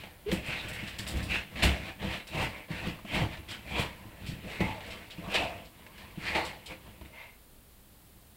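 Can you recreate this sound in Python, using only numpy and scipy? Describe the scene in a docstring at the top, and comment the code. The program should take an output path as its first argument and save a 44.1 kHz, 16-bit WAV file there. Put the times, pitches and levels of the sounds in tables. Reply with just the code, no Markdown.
"""A small room, the microphone close to a wicker basket: a dog with a ball in its mouth paws at the cushion.
Strokes begin at once over a steady room tone; a third of a second in, the ball gives one short squeak.
For seven seconds claws scrape the cloth, rub through the hollow basket and shove the stuffing, by one rule
of swell and fade over the slow shifting of the dog's weight, while paws thud and wicker crackles and snaps.
The strokes end in a soft snuffle of air noise through the muzzle, then room tone and one last faint thud."""
import sys
import numpy as np
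from scipy import signal
from scipy.fft import rfft, irfft
from scipy.io import wavfile

SR = 44100
rng = np.random.default_rng(int(sys.argv[2]) if len(sys.argv) > 2 else 0)


def pcm_store(signal):
    """Save signal as 16-bit PCM."""
    levels = np.round(np.clip(np.atleast_2d(signal), -1, 1) * 32767)
    wavfile.write(sys.argv[1], SR, levels.astype(np.int16).T)


N = 368676


def from_db(db):
    """Decibels to gain."""
    return 10 ** (np.asarray(db) / 20)


def rms_one(x):
    """Scale to rms 1."""
    return x / np.sqrt(np.mean(x ** 2) + 1e-20)


def in_time(rows):
    """Each column of a curve, at every sample."""
    s, *columns = np.transpose(rows)
    return [np.interp(np.arange(N) / SR, s, column) for column in columns]


def add(out, s, sound):
    """Mix a sound in at time s."""
    start = max(0, round(s * SR))
    out[start:start + len(sound)] += sound[:max(0, N - start)]


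def colour(x, points):
    """Causal (minimum-phase) filter that follows a spectrum's shape; white noise keeps its level."""
    hz, db = np.transpose(points)
    grid = np.maximum(np.fft.rfftfreq(8192, 1 / SR), 1)
    gain = from_db(np.interp(np.log(grid), np.log(hz), db))
    # folding the cepstrum onto positive times makes the phase minimal
    cepstrum = irfft(np.log(gain))
    cepstrum[1:len(grid) - 1] *= 2
    cepstrum[len(grid):] = 0
    response = irfft(np.exp(rfft(cepstrum)))
    return signal.fftconvolve(x, response / np.linalg.norm(response))[:len(x)]


def drift(rate):
    """Random curve of rms 1: straight lines between rate random values a second."""
    knots = rng.standard_normal(4000)
    return rms_one(np.interp(np.arange(N) / SR * rate, np.arange(len(knots)), knots))


def slips(per_s, spread_db, size=N):
    """Stick and slip: clicks of uneven size and either sign at random moments; rms 1."""
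    sizes = from_db(spread_db * np.minimum(rng.exponential(1, size), 4))
    signs = rng.choice([-1, 1], size)
    happens = rng.random(size) < per_s / SR
    return rms_one(sizes * signs * happens)


def resonance(hz, width_hz):
    """Coefficients of a two-pole band-pass with gain about 1 on top."""
    r = np.exp(-np.pi * width_hz / SR)
    return (1 - r * r) / 2 * np.array([1, 0, -1]), [1, -2 * r * np.cos(2 * np.pi * hz / SR), r * r]


def resonate(x, modes):
    """Drive a few broad modes in parallel, with alternating sign; rms 1."""
    ringing = 0
    for k, (hz, width, db) in enumerate(modes):
        ringing = ringing + (-1) ** k * from_db(db) * signal.lfilter(*resonance(hz, width), x)
    return rms_one(ringing)


def shifting(x, low_hz, high_hz, depth_db, count=7):
    """The contact wanders over the surface, so neighbouring bands swell and fade by chance; rms 1."""
    centres = np.geomspace(low_hz, high_hz, count)
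    widths = centres * (centres[1] / centres[0] - 1)
    moved = x
    for hz, width in zip(centres, widths):
        change = from_db(depth_db * drift(28)) - 1
        moved = moved + change * signal.lfilter(*resonance(hz, width / 2), x)
    return rms_one(moved)


def narrowed(x, rows):
    """For a while a share of the sound's power gathers in one ringing band."""
    t, kept, bands = np.arange(N) / SR, np.ones(N), np.zeros(N)
    for s, length, hz, width, share in rows:
        span = slice(max(0, int((s - 2 * length) * SR)), int((s + 2 * length) * SR))
        part = np.clip(share, 0, .95) * np.exp(-2 * ((t[span] - s) / length) ** 2)
        sharp = resonance(hz, width * np.sqrt(2))  # wider, because it is passed twice
        grit = slips(per_s=3500, spread_db=1.0, size=len(part))
        band = signal.lfilter(*sharp, signal.lfilter(*sharp, grit))
        bands[span] += np.sqrt(part) * rms_one(band)
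        kept[span] *= 1 - part
    return np.sqrt(kept) * x + bands


# Spectrum of the quiet room. Each row: frequency in Hz, relative level in dB per Hz.
ROOM_TONE_SPECTRUM = [(15, -37), (25, 4.5), (33, -6.5), (58, -1.5), (140, -10), (173, -12), (204, -11),
                      (221, -11.5), (289, -15), (1530, -26), (4260, -27), (5880, -33), (7500, -30),
                      (8350, -28), (15500, -25)]


def room_tone(level_db=-56):
    """Steady noise coloured like the empty room."""
    return from_db(level_db) * rms_one(colour(rng.standard_normal(N), ROOM_TONE_SPECTRUM))


def room(x, gap_s=0.0038, t60_s=0.33, tail_db=-12):
    """Close walls return a dense, short and slightly dull tail."""
    t = np.arange(SR // 2) / SR
    echoes = rng.standard_normal(len(t)) * from_db(-60 * t / t60_s) * (t > gap_s)
    tail = colour(echoes, [(100, -2.5), (700, -3.5), (3000, -5.0), (12000, -7.5)])
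    return x + from_db(tail_db) * signal.fftconvolve(x, tail / np.linalg.norm(tail))[:N]


# The dog snuffles past the ball as it settles. Each row: time in seconds, level in dB.
SNUFFLE_LEVEL = [(7.09, -85), (7.14, -54), (7.18, -49.5), (7.215, -46.5), (7.26, -51.5), (7.32, -60.5),
                 (7.42, -79), (7.5, -100)]
# Resonances of the muzzle. Each row: frequency in Hz, width in Hz, relative level in dB.
MUZZLE_MODES = [(536, 130, -4.5), (726, 79, -3.5), (940, 71, 0.5), (2110, 160, 3.5), (2650, 270, -1.5),
                (3400, 1300, -11)]


def snuffle(top_hz=4200):
    """Smooth air noise excites the resonances of the dog's muzzle."""
    db, = in_time(SNUFFLE_LEVEL)
    band = signal.butter(2, [450, top_hz], "band", fs=SR, output="sos")
    air = signal.sosfilt(band, rng.standard_normal(N))
    return from_db(db) * resonate(air, MUZZLE_MODES)


# Rubbery squeak. Each row: time in seconds, mean pitch in Hz, level of the fundamental in dB.
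SQUEAK_CURVE = [(.255, 365.6, -66), (.266, 392, -31), (.279, 405, -30), (.289, 442, -28.5),
                (.298, 449, -30), (.304, 455, -40), (.312, 523, -48), (.322, 525, -31), (.335, 560, -41),
                (.345, 567, -70)]


def squeak(overtone_db=-24.0, bright_hz=2350):
    """A nearly pure, rising, slightly rough note whose faint overtones gather in one band."""
    hz, db = in_time(SQUEAK_CURVE)
    phase = 2 * np.pi * np.cumsum(hz * (1 + 0.016 * drift(293))) / SR
    harmonics = sum(np.sin(k * phase) for k in range(2, 9))
    overtones = signal.lfilter(*resonance(bright_hz, width_hz=1000), harmonics)
    sounding = db > max(db[0], db[-1])  # silent before and after the curve
    return (np.sin(phase) + from_db(overtone_db) * overtones) * from_db(db) * sounding


# Spectrum of claws on cloth. Each row: frequency in Hz, relative level in dB per Hz.
CLOTH_SPECTRUM = [(500, -6.5), (1250, -8.5), (1600, -3.5), (2050, 0.5), (2750, -1.5), (3200, -5),
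                  (4200, -10), (5200, -18.5), (6300, -23.5), (8000, -24.5), (15000, -45)]
# Modes of the hollow basket. Each row: frequency in Hz, width in Hz, relative level in dB.
HOLLOW_MODES = [(295, 58, -0.5), (448, 41, 2), (559, 87, 4), (759, 95, 1.5), (884, 106, 2),
                (1044, 390, -3.5)]
# Claws knocking through the cloth on the basket. Each row: start in seconds, starting level of the cloth
# part in dB, time to fall by 30 dB in seconds, level of the hollow against the cloth in dB.
KNOCK_EVENTS = [(.037, -39, 0.017, -1), (0.316, -25, 0.017, -8), (.984, -43, .02, -12),
                (1.067, -33, .018, -11), (1.557, -44, 0.02, 8), (1.624, -28, .1, -11),
                (2.019, -45, 0.034, -4), (2.27, -47, 0.016, -10), (2.682, -49.5, 0.048, 6),
                (2.988, -48, .01, 16), (3.05, -46.5, 0.016, 10.5), (3.371, -44, 0.048, -10),
                (3.486, -38, 0.017, -18), (4.604, -32, .04, 2.5), (4.806, -43, 0.024, -15),
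                (5.1, -45, 0.016, -18), (5.176, -49.5, 0.023, 8.5), (5.341, -39, 0.3, 1.5),
                (5.865, -45.5, .025, -15), (5.982, -47, .02, -8), (6.35, -30.5, 0.095, -1),
                (7.012, -48.5, 0.015, 9)]


def knocks():
    """A hard dab of the claws rasps the cloth and wakes the hollow at once."""
    out, t = np.zeros(N), np.arange(SR // 4) / SR
    for s, db, length, hollow_db in KNOCK_EVENTS:
        grit = slips(per_s=3700, spread_db=0.5, size=len(t))
        dab = colour(grit, CLOTH_SPECTRUM) + from_db(hollow_db) * resonate(grit, HOLLOW_MODES)
        add(out, s, dab * from_db(db - 30 * t / length))
    return out


def sticking(hold_s=.016, dip_db=-4.5):
    """Friction gain: it falls quiet for a moment while a claw is caught, just before each knock."""
    dip, build_up = np.zeros(N), np.linspace(0, 1, round(hold_s * SR)) ** .5
    for s, *_ in KNOCK_EVENTS:
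        add(dip, s - hold_s, build_up)
    return from_db(dip_db * np.minimum(dip, 1))


# Spectrum of ticking wicker. Each row: frequency in Hz, relative level in dB per Hz.
WICKER_SPECTRUM = [(1500, -26), (3000, 1), (4300, -0.5), (5300, -2.5), (6400, -10), (7700, -1), (9500, -6),
                   (12000, -10), (15500, -13)]
# Strands snapping past each other. Each row: start in seconds, relative level in dB,
# added tilt in dB per octave, time constant of the build-up in seconds.
SNAP_EVENTS = [(.312, -27, 2, .015), (.461, -41, 2, .002), (0.683, -37, 2, .002), (0.729, -37, 4, .004),
               (.872, -32, -7, .005), (.984, -28, -3.5, 0.0022), (1.07, -24, -1, 0.013),
               (1.168, -38, 1, .002), (1.226, -31.5, -2, .006), (1.627, -20, -0.5, 0.0026),
               (2.27, -40, -2, .001), (2.37, -33, 2, .03), (2.41, -31, 2, .025), (3.13, -34, 1, .025),
               (3.486, -34, -7.5, .004), (3.505, -32, -6.5, .005), (3.786, -27, 2, .014),
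               (4.26, -28, -5, 0.018), (4.861, -42, -4, .003), (4.903, -33, -8.5, .005),
               (5.103, -34, -12, .002), (5.338, -19, -8.5, 0.0057), (5.65, -44, -6, .002),
               (5.978, -44, -6, .001), (6.449, -32, -3, .002), (6.659, -34.5, -6, .001)]


def snaps(level_db=-8.5, run_s=0.13):
    """A strand lets go in a run of tiny clicks that builds up and sinks by 40 dB in run_s."""
    out, t = np.zeros(N), np.arange(SR // 4) / SR
    for s, db, tilt_db, build_up in SNAP_EVENTS:
        clicks = slips(per_s=4000, spread_db=0.0, size=len(t))
        run = clicks * from_db(-40 * t / run_s) * (1 - np.exp(-t / build_up))
        tilted = [(hz, d + tilt_db * np.log2(hz / 5500)) for hz, d in WICKER_SPECTRUM]
        add(out, s, from_db(db + level_db) * colour(run, tilted))
    return out


def crackle():
    """Loaded strands tick against each other all over the weave."""
    return colour(slips(per_s=2400, spread_db=3.0), WICKER_SPECTRUM)


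# Paws landing. Each row: start in seconds, relative level in dB, pitch in Hz.
THUD_EVENTS = [(0.326, -20, 182), (.485, -33.5, 126), (0.648, -35.5, 114), (.827, -33.5, 123),
               (.994, -35, 110), (1.154, -32, 69), (1.646, -22.5, 67), (1.69, -29, 64), (2.045, -31.5, 178),
               (2.345, -27, 152.5), (2.425, -30, 136), (2.705, -32, 160), (2.869, -22.5, 165.5),
               (3.047, -37, 216), (3.147, -28.5, 127), (3.22, -26, 154), (3.384, -38.5, 74),
               (3.794, -27, 136.7), (4.055, -41.5, 115), (4.289, -30.5, 133), (4.315, -32.5, 171),
               (4.606, -20, 190), (5.183, -32.5, 166), (5.276, -33, 185), (6.175, -33.5, 160),
               (8.158, -57, 108)]


def thuds(contact_s=0.002, puff_db=-9, overtone_ratio=1.753, overtone_db=-9, level_db=4.0, cycles=12.3):
    """A soft paw sets the padded floor swinging, 60 dB down after so many cycles, with a dull puff of stuffing."""
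    out, t = np.zeros(N), np.arange(SR // 2) / SR
    for s, db, hz in THUD_EVENTS:
        overtone = from_db(overtone_db) * np.sin(2 * np.pi * hz * overtone_ratio * t)
        swing = np.sin(2 * np.pi * hz * t) + overtone
        dull = [(40, -8), (hz, 0), (330, -5), (1100, -40)]
        puff = from_db(puff_db) * colour(rng.standard_normal(len(t)), dull)
        onset = 1 - np.exp(-t / contact_s)
        add(out, s, (puff - swing) * onset * from_db(db + level_db - 60 * t * hz / cycles))
    return out


# The dog's weight shifts between strokes, until it stands still. Each row: time in seconds, relative level in dB.
WEIGHT_SHIFTS = [(0, -56), (.2, -61.5), (.6, -55), (1.2, -58), (1.5, -70), (3.45, -58.5), (3.98, -52),
                 (4.17, -56.5), (4.8, -50.5), (5.13, -57.5), (5.27, -44.5), (5.7, -66), (5.8, -57),
                 (6.9, -59), (7.15, -60.5), (7.3, -92)]
# Paw strokes. 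Each row: hardest pull in seconds, swell in seconds, fade in seconds, then the levels of
# cloth scrape, hollow rub and cushion shove in dB before the mix, zip pitch in Hz, zip share of the scrape 0-1.
PAW_STROKES = [(.04, 0.16, .1, -48.5, -57, -52, 2410, .1),
               (.332, 0.071, 0.12, -36.5, -40.5, -33.5, 2280, 0),
               (0.521, 0.12, 0.31, -35.5, -43.5, -43.5, 2540, 0.23),
               (.79, 0.26, 1, -42.5, -68, -44, 2610, .15), (1.09, 0.093, 0.19, -46, -43, -42, 3000, 0),
               (1.19, 0.14, 0.29, -43.5, -45, -34, 2500, 0),
               (1.318, 0.041, 0.062, -30, -49, -36.5, 2460, 0.54),
               (1.352, .05, .105, -30, -42, -56, 2720, 0.41), (1.638, .025, .065, -24, -36, -27, 2800, 0.2),
               (1.674, 0.15, 0.18, -31, -34, -30.5, 2560, 0),
               (1.891, 0.17, 0.091, -42, -44, -43.5, 2440, 0.3),
               (2.049, 0.073, .16, -39.5, -39, -32.5, 2470, .05),
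               (2.14, .1, 0.12, -36, -40.5, -47, 2500, .15), (2.285, .02, 0.072, -46, -57, -60, 3900, 0.23),
               (2.36, 0.065, 0.16, -38, -47, -40.5, 2600, 0.32),
               (2.43, 0.12, 0.1, -31.5, -32.5, -30.5, 2080, 0.16),
               (2.57, 0.15, 0.14, -46.5, -45, -56, 2270, 0.54),
               (2.722, 0.034, .08, -40.5, -43.5, -39, 2350, 0),
               (2.775, 0.055, .1, -39, -48, -53, 1800, 0.27),
               (2.871, 0.11, .17, -39.5, -39, -36, 2600, 0.2),
               (3.105, 0.066, .07, -41.5, -50, -54, 3130, 0.17),
               (3.168, 0.074, 0.14, -31, -30.5, -29.5, 2080, 0.23),
               (3.234, 0.076, 0.074, -55, -37, -27.5, 2400, 0.02),
               (3.335, 0.078, 0.12, -44, -46, -48, 2380, 0.2),
               (3.515, 0.051, .12, -40, -61, -43.5, 3100, 0.16),
               (3.726, 0.093, 0.11, -39.5, -43.5, -40.5, 2380, 0.55),
               (3.797, 0.077, 0.12, -31, -31, -36, 3210, 0.18),
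               (4.296, 0.16, 0.23, -48, -68, -39.5, 2660, .1),
               (4.45, 0.029, 0.081, -49.5, -43.5, -39, 2380, 0),
               (4.52, 0.079, 0.27, -39.5, -46, -48, 2550, 0.18),
               (4.612, 0.024, .12, -35, -33.5, -28.5, 2120, 0.74),
               (4.68, .08, .2, -42.5, -37.5, -43, 2310, 0.07),
               (4.93, 0.22, .3, -46.5, -47.5, -51, 2200, .2),
               (5.35, 0.059, .19, -28.5, -35, -50, 2630, 0.24),
               (5.425, .11, 0.15, -45, -32.5, -39.5, 2610, 0.45),
               (5.545, 0.075, 0.17, -48.5, -43, -44, 2560, 0.3),
               (6.03, 0.13, 0.18, -51.5, -54, -54, 2430, 0.02),
               (6.31, 0.14, .11, -34, -43, -43, 2400, 0.18),
               (6.366, 0.053, .15, -31.5, -28, -37, 2020, 0.45),
               (6.465, .05, 0.2, -43.5, -45, -52, 4270, 0.08),
               (6.718, 0.059, 0.065, -43, -43.5, -46.5, 2360, 0.5),
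               (6.875, 0.035, 0.069, -55.5, -53, -48, 2400, 0),
               (7.015, 0.011, 0.052, -62, -56, -39.5, 2400, 0), (7.06, .02, 0.05, -53, -61, -51, 2380, 0)]
STROKE_RANGE_DB = 23.5  # a stroke climbs by this much in its swell and sinks by it in its fade
SWELL_SHAPE, FADE_SHAPE = 2.02, 1.28  # 1 = straight in dB; higher = rounder


def effort(levels_db, shift_db, lag_s=0, stretch=1):
    """Gain of one layer: every stroke swells to its peak and fades, over the slow shifting of the dog's weight."""
    t = np.arange(0, N, 32) / SR
    power = from_db(np.interp(t, *np.transpose(WEIGHT_SHIFTS)) + shift_db) ** 2
    for (s, swell, fade, *_), db in zip(PAW_STROKES, levels_db):
        since = (t - s - lag_s) / stretch
        before = np.maximum(-since / swell, 0) ** SWELL_SHAPE
        after = np.maximum(since / fade, 0) ** FADE_SHAPE
        power += from_db(db - STROKE_RANGE_DB * (before + after)) ** 2
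    return np.interp(np.arange(N) / SR, t, np.sqrt(power))


# Spectrum of shoved stuffing. Each row: frequency in Hz, relative level in dB per Hz.
STUFFING_SPECTRUM = [(20, -11), (45, -5), (62, 1.5), (85, 1), (125, -2.5), (170, -2), (290, -9.5),
                     (400, -20), (900, -47.5)]


def shove():
    """Stuffing gives way in low, sparse slips."""
    return rms_one(colour(slips(per_s=600, spread_db=2.0), STUFFING_SPECTRUM))


# Under the dog's weight one mode of the basket takes over. Each row: middle in seconds, reach to either
# side in seconds, frequency in Hz, width in Hz, share of the power 0-1.
BASKET_BOOMS = [(1.665, 0.063, 715, 70, 0.55), (3.946, .2, 973, 120, 0.56), (4.45, .057, 405, 160, .7),
                (4.632, 0.058, 380, 200, 0.45), (4.7, 0.11, 840, 140, 0.76), (5.479, .16, 684, 129, 0.54),
                (5.951, 0.34, 990, 130, 0.47), (6.383, 0.15, 770, 278, 0.7)]


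def rub():
    """Friction drives the modes of the hollow basket; at times one of them booms."""
    friction = resonate(slips(per_s=1500, spread_db=3.0), HOLLOW_MODES)
    hollow = shifting(friction, 330, 1130, depth_db=3.5, count=5)
    return narrowed(hollow, BASKET_BOOMS)


def scrape(flutter_db=-0.7, zip_width_hz=290, zip_length=.5):
    """Claws catch on the weave in a dense, uneven rasp; an even pull makes it sing in one band."""
    cloth = colour(slips(per_s=3800, spread_db=2.0), CLOTH_SPECTRUM)
    zips = []
    for s, swell, fade, *_, hz, share in PAW_STROKES:
        zips.append((s, zip_length * (swell + fade), hz, zip_width_hz, share))
    rasp = narrowed(shifting(cloth, 1470, 4590, depth_db=3.0), zips)
    return rasp * from_db(flutter_db * drift(60))


def pawing(scrape_mix_db=-1, rub_mix_db=-4, shove_mix_db=-4, crackle_db=-24, crackle_follows=0.88):
    """Each stroke scrapes the cloth, rubs through the hollow, shoves the stuffing and loads the wicker."""
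    _, _, _, scrape_db, rub_db, shove_db, _, _ = np.transpose(PAW_STROKES)
    pull = effort(scrape_db, shift_db=-2)
    cloth = from_db(scrape_mix_db) * pull * scrape()
    # crackle moves in step with the pull: crackle_follows dB per dB
    wicker = from_db(crackle_db) * pull ** crackle_follows * crackle()
    hollow = from_db(rub_mix_db) * effort(rub_db, shift_db=0) * rub()
    # the stuffing gives way later and for longer than the cloth
    push = effort(shove_db, shift_db=3, lag_s=0.0024, stretch=1.13)
    stuffing = from_db(shove_mix_db) * push * shove()
    return (cloth + hollow + wicker) * sticking() + stuffing


def scene():
    """The strokes, blows, squeak and snuffle sound in the room, over its steady tone."""
    dog = pawing() + thuds() + snaps() + knocks() + squeak() + snuffle()
    return (room(dog) + room_tone())[None]


def record(dry, cutoff_hz=15800):
    """The microphone's signal is cut steeply at the top."""
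    return signal.sosfilt(signal.ellip(12, .1, 70, cutoff_hz, fs=SR, output="sos"), dry)


dry = scene()
out = record(dry)
pcm_store(out)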